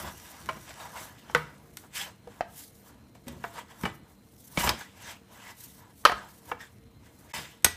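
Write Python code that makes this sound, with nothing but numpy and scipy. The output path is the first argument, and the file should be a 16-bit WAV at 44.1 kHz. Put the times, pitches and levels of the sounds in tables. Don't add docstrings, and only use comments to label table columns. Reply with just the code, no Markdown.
import sys
import numpy as np
from scipy import signal
from scipy.fft import rfft, irfft, next_fast_len
from scipy.io import wavfile
from scipy.ndimage import uniform_filter1d

SR = 44100
rng = np.random.default_rng(int(sys.argv[2]) if len(sys.argv) > 2 else 0)


def waveform_to_disk(signal):
    frames = np.transpose(np.atleast_2d(signal))
    scaled = np.clip(frames, -1, 1) * 32767
    samples = np.round(scaled).astype(np.int16)
    wavfile.write(sys.argv[1], SR, samples)


def convert_level_to_amplitude(level_db):
    exponent = np.asarray(level_db, float) / 20
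    return 10 ** exponent


N = 342237
SWELL_DB = -16


def power(db):
    return convert_level_to_amplitude(2 * db)


def evened(x):
    return x / np.sqrt(np.mean(x ** 2) + 1e-20)


def read(points, hz):
    point_hz, value = np.transpose(points)
    return np.interp(np.log(hz + 1), np.log(point_hz + 1), value)


def add(mix, s, sound):
    part = mix[round(s * SR):][:len(sound)]
    part += sound[:len(part)]


def band(x, edges):
    return signal.sosfilt(signal.butter(3, edges, "bandpass", fs=SR, output="sos"), x)


def colour(x, spectrum):
    size = next_fast_len(len(x), real=True)
    gain = convert_level_to_amplitude(read(spectrum, np.fft.rfftfreq(size, 1 / SR)))
    return irfft(rfft(x, size) * gain, size)[:len(x)]


def resonate(x, peaks, through):
    size = next_fast_len(len(x), real=True)
    f = np.fft.rfftfreq(size, 1 / SR)
    gain = through + sum(convert_level_to_amplitude(db) / (1 + 2j * (f - hz) / width) for hz, width, db in peaks)
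    return irfft(rfft(x, size) * gain, size)[:len(x)]


def patchy(spectrum, patch_db, flicker_db):
    frames, hz = N // 128 + 5, np.fft.rfftfreq(512, 1 / SR)
    real, imaginary, patches = rng.standard_normal((frames, 257, 3)).T
    patches = uniform_filter1d(patches, size=8, axis=0)
    patches = evened(uniform_filter1d(patches, size=14, axis=1))
    flicker = evened(uniform_filter1d(rng.standard_normal(frames), size=4))
    level_db = read(spectrum, hz)[:, None] + patch_db * patches + flicker_db * flicker
    bins = (real + 1j * imaginary) * convert_level_to_amplitude(level_db)
    return signal.istft(bins, nperseg=512, noverlap=384)[1][:N]


def slips(per_s, spread_db):
    size = convert_level_to_amplitude(spread_db * np.minimum(rng.exponential(1, N), 4))
    sign = rng.choice([-1., 1.], N)
    return evened(size * sign * (rng.random(N) < per_s / SR))


def swells(rows):
    t = np.arange(0, N / SR, 1 / 1000)
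    peak_s, db, swell_s, fade_s = np.array(rows).T[:, :, None]
    away = np.where(t < peak_s, (peak_s - t) / swell_s, (t - peak_s) / fade_s)
    roundness = 1.135
    total = (convert_level_to_amplitude(db + SWELL_DB * away ** roundness) ** 2).sum(0)
    return np.interp(np.arange(N) / SR, t, total)


# pitch in Hz, level in dB per Hz.
AIR = [(15, -51), (25, -16.5), (120, -0.5), (170, -17.5), (235, -6.5), (307, -6.5), (333, -17), (461, -16),
       (557, -17.5), (3680, -32), (4100, -28.5), (4450, -35.5), (15800, -37)]
# pitch in Hz, level in dB.
HUM = [(145.3, -72), (193.8, -66.5), (457.6, -72.5), (2105, -85.5), (3144, -90.5), (4124, -82)]
# time in seconds, level in dB.
WHISTLE = [
    (0, -67),
    (.9, -66),
    (1.1, -100),
    (8, -100),
]


def kitchen():
    t, white = np.arange(N) / SR, rng.standard_normal(N)
    draught = patchy([(20, 0), (20000, 0)], 2.0, .8)
    air = convert_level_to_amplitude(-59) * evened(colour(draught, AIR))
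    width_hz = 4.4
    hum = resonate(white, [(hz, width_hz, db) for hz, db in HUM], 0) / np.sqrt(np.pi * width_hz / SR)
    whistle = evened(resonate(white, [(5790, 120, 0)], 0))
    return air + hum + convert_level_to_amplitude(np.interp(t, *np.transpose(WHISTLE))) * whistle


# peak in seconds, pressure in dB, swell in seconds, fade in seconds.
DRAGS = [(0.0, -42.5, .05, 0.13), (.078, -42.5, .06, 0.059), (.5, -55, .1, .15), (.805, -44, 0.044, .16),
         (.97, -42.5, .04, 0.16), (1.31, -51.5, .09, .1), (1.42, -54, .08, 0.27), (1.848, -62, .05, 0.052),
         (2.32, -58.5, .12, 0.28), (2.888, -59, .09, 0.15), (3.33, -55.5, .04, 0.13),
         (3.47, -52.5, .1, 0.051), (3.71, -52.5, .045, 0.067), (3.87, -48, .1, 0.073),
         (4.07, -67, .15, .15), (4.572, -42, .012, .02), (4.545, -60, .09, .05), (4.643, -29, .025, 0.016),
         (4.71, -34, .08, 0.017), (5.34, -55, .06, 0.22), (5.812, -59, .09, 0.092), (5.91, -62, .06, .03),
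         (6.17, -48, .06, .18), (6.5, -51.5, .07, 0.063), (7.26, -62, .14, .06)]
# peak in seconds, pressure in dB,
# swell in seconds, fade in seconds, share felt on the base in dB.
BITES = [(.28, -55, .3, 0.54, 0), (.694, -51, .075, 0.15, -0.5), (1.19, -58, 0.06, 0.092, -9),
         (1.962, -35.5, 0.024, 0.09, -12.5), (2.015, -37, 0.059, 0.055, -10), (2.07, -52, .03, .05, 2),
         (2.605, -56, 0.1, 0.056, -5.5), (3.152, -62, .01, 0.053, -3), (3.284, -50.5, 0.018, 0.06, 1.5),
         (3.588, -46, 0.075, 0.048, 4.5), (4.589, -34, 0.017, 0.11, -2.5), (4.67, -38, .04, 0.084, 5.5),
         (4.81, -46.5, .1, 0.08, -4.5), (5.108, -44, 0.15, 0.056, -3), (5.505, -50.5, 0.18, .035, -1),
         (5.63, -61, 0.13, 0.16, -3.5), (6.612, -50, 0.023, 0.074, -2), (7.068, -61.5, 0.075, 0.079, -3.5),
         (7.347, -36.5, 0.035, 0.12, -3.5), (7.5, -59, .1, .15, -6)]


def spoon_pressure():
    drags = swells(DRAGS)
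    bites = swells([row[:4] for row in BITES])
    bites_on_base = swells([(s, db + share_db, swell_s, fade_s) for s, db, swell_s, fade_s, share_db in BITES])
    return drags, bites, drags + bites_on_base


# pitch in Hz, level in dB per Hz.
RUB = [(180, -42), (300, -11.5), (484, 0), (937, 4.5), (1280, 2.5), (2880, -3.5), (3020, -7.5), (4570, -8),
       (7620, -10), (15500, -21)]
# pitch in Hz, width in Hz, level in dB.
RUB_RING = [(659, 77, -10), (962.5, 90, -3), (1682, 90, -4), (1979, 30, -0.5), (2170, 72, -7.5),
            (3140, 260, -1.5), (3554, 340, -3), (5100, 160, -8), (6280, 200, -11.5), (7740, 540, -3.5)]


def scrape(drags, bites, on_base):
    rub = evened(colour(slips(5000, 2.5), RUB)) + 1.2 * evened(patchy(RUB, 4.0, 1.0))
    pan = resonate(rub, RUB_RING, 0.69)
    base, side = band(pan, (300, 1800)), band(pan, (1800, 9000))
    on_side = bites + drags * power(-5)
    return np.sqrt(on_base) * evened(base) + np.sqrt(on_side) * evened(side)


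# pitch in Hz, level in dB per Hz.
HISS = [(1180, -35), (2000, -7.5), (2410, -15), (3670, -6), (4180, -7.5), (5590, -3), (13600, -1.5),
        (15500, -3.5)]
# peak in
# seconds, hiss in dB, swell in seconds, fade in seconds.
PEELS = [(0.0, -46.5, .05, 0.18), (.22, -55, 0.43, 0.65), (.6, -60.5, 0.33, 0.62), (1.02, -46, 0.15, 0.1),
         (1.69, -64.5, 0.2, 0.16), (1.79, -56.5, 0.071, 0.1), (2.38, -65, .12, 0.085),
         (2.598, -43, 0.069, 0.09), (2.888, -59, 0.38, 0.037), (3.5, -58, 0.28, .1), (3.76, -69, 0.13, .1),
         (3.83, -48.5, 0.057, 0.034), (3.954, -59.5, 0.036, .045), (4.112, -62.5, .07, 0.065),
         (4.43, -57, 0.19, .3), (4.54, -53.5, 0.092, .1), (4.655, -31, 0.063, 0.03),
         (5.33, -59.5, 0.036, .2), (5.614, -48.5, 0.083, 0.18), (5.8, -58.5, 0.22, 0.037),
         (6.01, -57, 0.13, 0.14), (6.07, -48, .02, .08), (1.365, -50, .02, .08), (6.29, -55, 0.038, 0.18),
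         (6.49, -52.5, 0.088, .05), (7.2, -59.5, 0.13, 0.23), (6.72, -66.5, 0.13, 0.11)]


def dough_hiss(drags, bites):
    hiss = evened(patchy(HISS, 2.5, 2.9)) + 0.33 * evened(colour(slips(1500, 4.0), HISS))
    peeling = swells(PEELS) + drags * power(-11.5) + bites * power(-5.5)
    return np.sqrt(peeling) * evened(hiss)


# pitch in Hz, level in dB per Hz.
ROCK = [(15, -49), (35, -18), (70, 0), (200, 0), (267, -12), (354, -2.5), (418, -14.5), (700, -7.5),
        (910, -32.5), (1540, -120)]
# pitch in Hz, width in Hz, level in dB.
ROCK_RING = [(68.4, 25, -0.5), (147, 30, -3.5), (217, 17, 1), (233, 19, -4.5), (345, 66, -6),
             (420, 25, -5.5)]
# peak in seconds, level in dB, fade in seconds.
SHOVES = [(.04, -46.5, 0.19), (.5, -48, 0.22), (1.33, -50, 0.28), (1.7, -58, 0.55), (2.27, -57, 0.16),
          (3.32, -47.5, 0.17), (3.86, -40.5, 0.092), (4.02, -56.5, 0.11), (4.6, -41.5, 0.09),
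          (4.68, -30, 0.069), (6.15, -53, 0.17), (7.356, -50, 0.16)]


def rocking(on_base):
    bumps = resonate(colour(slips(600, 2.0), ROCK), ROCK_RING, .4)
    shoves = swells([(s, db, .55 * fade_s, fade_s) for s, db, fade_s in SHOVES])
    moving = shoves + on_base * power(-9.5) + power(-64.5)
    return np.sqrt(moving) * evened(bumps)


def strokes():
    drags, bites, on_base = spoon_pressure()
    return scrape(drags, bites, on_base) + dough_hiss(drags, bites) + rocking(on_base)


# peak in seconds, level in dB,
# swell in seconds, fade in seconds, pitch in Hz.
SINGS = [(.05, -52, .06, .08, 3400), (.08, -50, .05, .05, 1500), (.81, -54, .03, .1, 3700),
         (.81, -50, .03, .08, 950), (.98, -52, .04, .09, 2150), (1.01, -54, .07, .06, 6250),
         (1.01, -54, .07, .06, 7700), (1.31, -60, .06, .04, 3100), (1.965, -40, .018, .03, 3050),
         (2.008, -37, .03, .03, 3310), (2.03, -43, .03, .05, 3050), (1.985, -41, .03, .04, 5100),
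         (2.0, -44, .05, .07, 1720), (1.99, -47, .05, .05, 7700), (2.02, -48, .03, .05, 807),
         (3.59, -50, .05, .05, 980), (4.645, -26, .02, .03, 974), (4.61, -37, .03, .03, 2940),
         (4.655, -35, .03, .03, 3000), (4.65, -36, .03, .04, 7490), (4.61, -40, .03, .05, 5800),
         (4.7, -30, .015, .02, 974), (4.72, -44, .03, .06, 3200), (4.812, -41, .01, .025, 1670),
         (5.1, -50, .04, .04, 904), (5.1, -49, .06, .04, 1990), (5.08, -52, .05, .05, 3630),
         (5.1, -55, .04, .04, 2720), (5.07, -55, .05, .06, 5630), (5.48, -50, .08, .07, 1990),
         (5.5, -51, .08, .04, 958), (5.4, -60, .06, .04, 1560), (5.84, -58, .06, .07, 980),
         (6.61, -46, .015, .04, 1800), (6.63, -46, .03, .04, 1670), (6.495, -52, .03, .02, 950),
         (7.355, -42, .03, .06, 1990), (7.355, -43, .03, .05, 900), (6.61, -55, .02, .03, 5300)]


def singing():
    out, grit = np.zeros(N), rng.standard_normal((len(SINGS), 12000))
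    t = np.arange(-6000, 6000) / SR
    for (s, db, swell_s, fade_s, hz), noise in zip(SINGS, grit):
        mode = evened(resonate(noise, [(hz, .04 * hz, 0)], 0))
        away = np.where(t < 0, -t / swell_s, t / fade_s)
        sound = mode * convert_level_to_amplitude(db - 4.5 + SWELL_DB * away ** 2)
        early = max(6000 - round(s * SR), 0)
        add(out, s - (6000 - early) / SR, sound[early:])
    return out


# time in seconds, peak in dB, pitch in Hz.
SNAPS = [(0.2094, -39, 5750), (0.2444, -41, 2110), (0.3094, -39, 5760), (0.3694, -42, 3210),
         (0.5294, -35, 2200), (0.6539, -37, 2040), (0.6894, -35, 2000), (0.7154, -33, 4210),
         (1.1464, -45, 5780), (1.1892, -44, 3350), (1.4094, -40, 2050), (1.5944, -46, 2070),
         (1.7114, -46, 2270), (1.7394, -50, 2310), (2.3545, -42, 11000), (2.5311, -36, 11700),
         (2.7322, -41, 11500), (2.7467, -41, 12900), (2.8609, -45, 11200), (4.1011, -40, 12200),
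         (4.4089, -38, 8040), (4.5191, -36, 13200), (5.7894, -39, 7530), (5.8094, -49, 2300),
         (5.9344, -43, 12000), (6.2244, -45, 2300)]
# time in seconds, peak in dB, pitch in Hz.
CRACK = (4.6923, 0, 3200)
# time in seconds, level in dB.
CRUMBS = [
    (0, -60),
    (.5, -60),
    (1.0, -62),
    (1.3, -78),
    (7.7, -80),
]


def snaps():
    out, t = np.zeros(N), np.arange(300) / SR
    for s, db, hz in SNAPS + [CRACK]:
        add(out, s, convert_level_to_amplitude(db - 8) * np.sin(2 * np.pi * hz * t) * np.exp(-t * hz / 1.5))
    crackle = evened(band(slips(150, 4.0), (900, 12000)))
    return out + crackle * convert_level_to_amplitude(np.interp(np.arange(N) / SR, *np.transpose(CRUMBS)))


BLOW_BANDS = [
    (900, 2200),
    (60, 400),
    (400, 900),
    (2200, 5500),
    (5500, 15500),
]


def blow(row, modes, contact_s, rattle_db, crack_s, scatter_db, scatter_s, spread_db, dull_hz, treble_s):
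    s, body_db, *others_db = row
    t = np.arange(5000) / SR
    luck, turn = rng.standard_normal(len(modes)), rng.random(len(modes))
    rung = np.zeros(len(t))
    for (hz, db, t60), u, start in zip(modes, luck, turn):
        rung += convert_level_to_amplitude(db + spread_db * u - 60 * t / t60) * np.sin(2 * np.pi * (hz * t + start))
    fall = np.exp(-t / crack_s) + convert_level_to_amplitude(scatter_db) * np.exp(-t / scatter_s)
    rattle = rng.standard_normal(len(t)) * fall
    sound = (rung + convert_level_to_amplitude(rattle_db) * rattle) * np.minimum(t / contact_s, 1) ** 2
    sound[round(contact_s * SR)] += convert_level_to_amplitude(rattle_db + 16)
    pole = np.exp(-2 * np.pi * dull_hz / SR)
    sound = signal.lfilter([1], np.convolve([1, -pole], [1, -pole]), sound)
    parts = [band(sound, edges) for edges in BLOW_BANDS]
    parts[-1] = parts[-1] * np.exp(-t / treble_s)
    out = np.zeros(len(t))
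    for part, db in zip(parts, (0, *others_db)):
        loudest = np.sqrt(uniform_filter1d(part ** 2, size=260).max())
        out += convert_level_to_amplitude(body_db + db - 8.5) * part / loudest
    return s, out


# time in seconds, force in dB, then heft on the hob,
# hollow wood and hard edge in dB relative to force.
KNOCKS = [(0.4888, -24, -18, -3.5, -7.5), (0.4924, -26, -23, -3.5, -10.5), (1.3484, -9, -26, -11.5, -7.5),
          (1.3604, -18, -16.5, -5, -19), (2.4074, -24, -30, -2.5, -9.5), (3.4387, -27.5, -27, -0.5, -12),
          (3.4438, -27.5, -24, -14, -15), (3.8348, -25, 1, -4, -7.5), (3.8536, -19.5, -8, -5.5, -9),
          (3.8584, -21, -9, -5.5, -9), (4.5735, -21, -3.5, -8.5, 1.5), (4.6737, -17.5, -15.5, -5.5, -1.5),
          (6.0513, -2.5, -31, -13.5, -4), (6.0572, -7.5, -25.5, -9.5, -12),
          (6.0955, -17.5, -18, -4.5, -14.5), (6.1176, -21.5, -7, 0, -7), (6.5146, -21, -21.5, -4, -17.5)]
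# time in seconds, force in dB, then hollow wood and hard edge
# in dB relative to force.
TAPS = [
    (0.5689, -37.5, -0.5, -10),
    (1.297, -37.5, -2, -12.5),
    (1.6556, -52, -7, -13),
    (1.8372, -48, 1, -17),
    (2.2739, -46.5, 8, -4.5),
    (3.1515, -52, 6, -3),
    (3.2685, -50, -9, 2),
    (6.039, -44.5, -6, -11.5),
    (3.706, -44, -3, -10),
]
# pitch in Hz, level in dB, time to fall 60 dB in seconds.
WOOD = [(466, -11, 0.029), (693, -7.5, 0.028), (876, -10.5, 0.035), (1076, -11, 0.034), (1270, -5.5, 0.026),
        (1575, -4.5, 0.026), (1786, -6, 0.019), (2283, -11, 0.039), (3070, -7, 0.041), (3515, -15, 0.045),
        (4430, -15.5, 0.024), (4935, -22, .03), (6300, -23.5, .03), (7800, -21.5, .03),
        (9600, -17.5, 0.048)]


def knocks():
    out = np.zeros(N)
    rows = [(s, db, heft, hollow, edge, edge - 8.5) for s, db, heft, hollow, edge in KNOCKS]
    rows += [(s, db, -9, hollow, edge, edge - 3.5) for s, db, hollow, edge in TAPS]
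    for row in rows:
        add(out, *blow(row, WOOD, contact_s=0.00042, rattle_db=0.62, crack_s=0.0073, scatter_db=-13.5,
                       scatter_s=0.028, spread_db=2.5, dull_hz=3500, treble_s=.007))
    return out


def ring_out(rows):
    out, t = np.zeros(N), np.arange(14000) / SR
    for s, hz, db, t60 in rows:
        pair = np.sin(2 * np.pi * hz * t) + 0.33 * np.sin(2 * np.pi * hz * 1.012 * t)
        add(out, s, convert_level_to_amplitude(db - 60 * t / t60) * pair * np.minimum(t / 0.00033, 1))
    return out


# time in seconds, pitch in Hz,
# level in dB, time to fall 60 dB in seconds.
PAN_RINGS = [(.489, 1047, -26, 0.054), (.489, 645, -36, 0.18), (.489, 2900, -39, 0.084),
             (.489, 1370, -29, 0.046), (1.349, 953, -39.5, 0.42), (1.35, 1240, -27, 0.15),
             (1.349, 1500, -12, 0.028), (2.273, 474, -39, 0.079), (2.408, 690, -17.5, 0.026),
             (2.408, 2627, -39, .035), (3.44, 2700, -42, .04), (6.516, 3300, -40, .025),
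             (6.516, 1450, -30, .03), (6.517, 2300, -36, .04), (3.44, 683, -42, 0.35),
             (3.44, 986, -35, 0.047), (3.852, 2930, -33, 0.094), (3.854, 1987, -44, 0.3),
             (3.854, 792, -33.5, 0.15), (4.575, 2240, -25, 0.048), (4.575, 575, -26, 0.029),
             (6.0515, 1265, -11.5, .055), (6.0515, 1825, -14, .03), (6.0515, 4409, -27, .06),
             (6.0515, 2288, -25, .08), (6.0515, 3542, -30, .05), (6.052, 482, -24, 0.091),
             (6.052, 567, -21.5, 0.051), (6.096, 720, -21.5, 0.035), (6.118, 600, -33, 0.06),
             (6.517, 483, -34, 0.089), (6.517, 2720, -36, 0.035), (6.517, 1710, -35, 0.066),
             (6.517, 880, -26, 0.02), (1.35, 480, -23, .09), (1.349, 1114, -31, .11),
             (1.349, 1965, -24, .07), (1.349, 3564, -32, .05), (1.349, 2261, -36, .2),
             (3.44, 1674, -40, .1), (3.44, 1986, -41, .09), (3.44, 2266, -44, .09), (1.298, 900, -39, .03),
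             (6.605, 1850, -42, .05)]


def pan_rings():
    return ring_out(PAN_RINGS)


# time in seconds, force in dB, then heft, edge and tick
# in dB relative to force.
CLANKS = [
    (0.7058, -37, -18, -2.5, -17),
    (3.2814, -41.5, 3, 5.5, 8),
    (4.596, -28, -18, -6, 2),
    (4.692, -18, -16, 6.5, 0),
    (4.81, -35, -20, -5, -8),
    (7.6615, -18.5, -7, -5, -17),
]
# time in seconds, force in dB, then edge and tick in dB relative to force.
RIM_TOUCHES = [
    (1.77, -38, 5.5, 7.5),
    (3.811, -43, -1.5, 5),
    (7.623, -60, 8, 10),
]
# pitch in Hz, level in dB, time to fall 60 dB in seconds.
STEEL = [(824, -11.5, 0.048), (1462, -7.5, 0.046), (2356, -12, .04), (3150, -14.5, 0.027), (3554, -7, 0.02),
         (4680, -16.5, 0.012), (6410, -3.5, 0.033), (8100, 6, 0.02), (8690, -3, 0.067), (9960, 0.5, 0.025),
         (12250, 2, 0.034)]


def clanks():
    out = np.zeros(N)
    rows = [(s, db, heft, -5, edge, tick) for s, db, heft, edge, tick in CLANKS]
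    rows += [(s, db, -20, -20, edge, tick) for s, db, edge, tick in RIM_TOUCHES]
    for row in rows:
        add(out, *blow(row, STEEL, contact_s=.0005, rattle_db=4.3, crack_s=0.0039, scatter_db=-16.0,
                       scatter_s=0.014, spread_db=2.5, dull_hz=12000, treble_s=.012))
    return out


# time in seconds, pitch in Hz, level in dB,
# time to fall 60 dB in seconds.
GRATE_RINGS = [
    (1.352, 152.5, -35, 0.27),
    (3.27, 241, -40.5, 0.4),
    (3.271, 454, -53, 0.46),
    (3.275, 550, -48.5, 0.35),
    (3.836, 181, -31, 0.15),
    (4.576, 173, -21.5, 0.057),
    (4.575, 320, -26.5, 0.031),
    (6.051, 136, -36.5, 0.035),
]


def grate_rings():
    return ring_out(GRATE_RINGS)


# time in seconds, force in dB, then heft, hollow,
# edge and tick in dB relative to force.
SET_DOWN = (7.644, -11, -12.5, -6, 2.5, 7.5)
# pitch in Hz, level in dB, time to fall 60 dB in seconds.
SET_DOWN_RING = [(84.5, -38.5, .25), (1950, -30.5, 0.23), (3560, -24, 0.052), (4880, -45, 0.25),
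                 (6600, -41, 0.14), (8043, -19, .045), (9895, -26, .07), (11340, -20, .023)]


def set_down():
    out = ring_out([(7.647, *mode) for mode in SET_DOWN_RING])
    add(out, *blow(SET_DOWN, STEEL, contact_s=0.002, rattle_db=4.1, crack_s=0.0041, scatter_db=-13.0,
                   scatter_s=0.018, spread_db=0.6, dull_hz=13000, treble_s=.012))
    return out


# pitch in Hz, time to fall 60 dB in seconds.
ROOM = [(100, 0.4), (500, 0.28), (1500, 0.37), (4000, .33), (10000, 0.21)]
# pitch in Hz, level in dB.
WALLS = [(300, 0), (2000, 0), (6000, 0), (12000, -2)]


def room(x):
    taps = np.zeros(SR // 2)
    at = np.arange(150, len(taps) - 20, 20)
    taps[at + rng.integers(0, 20, len(at))] = rng.choice([-1., 1.], len(at))
    hz, t, bins = signal.stft(taps, SR, nperseg=256)
    dying = bins * convert_level_to_amplitude(-60 * t / read(ROOM, hz)[:, None])
    tail = signal.istft(dying, SR, nperseg=256)[1]
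    return signal.fftconvolve(colour(x, WALLS), tail / np.linalg.norm(tail))[:N]


def scene():
    air, rubs = kitchen(), strokes()
    fine = singing() + snaps()
    hits = knocks() + pan_rings() + clanks() + grate_rings() + set_down()
    echo = room(convert_level_to_amplitude(-13.5) * hits + convert_level_to_amplitude(-16) * rubs)
    return (hits + rubs + echo + air + fine)[None]


def band_limit(x):
    return signal.sosfilt(signal.butter(12, 16500, fs=SR, output="sos"), x)


CUT = (7.3, 7.326, 7.3335, 7.339)


def record(dry):
    fade = np.interp(np.arange(N) / SR, CUT, (1, 0, 0, 1))
    limited = np.tanh(band(dry, (33, 20000)) * fade / 1.571) * 1.64
    treble_edge = signal.firwin(255, 15350, window=("kaiser", 7), fs=SR)
    finished = signal.oaconvolve(limited, treble_edge[None], "same")
    return band_limit(finished)


dry = scene()
out = record(dry)
waveform_to_disk(out)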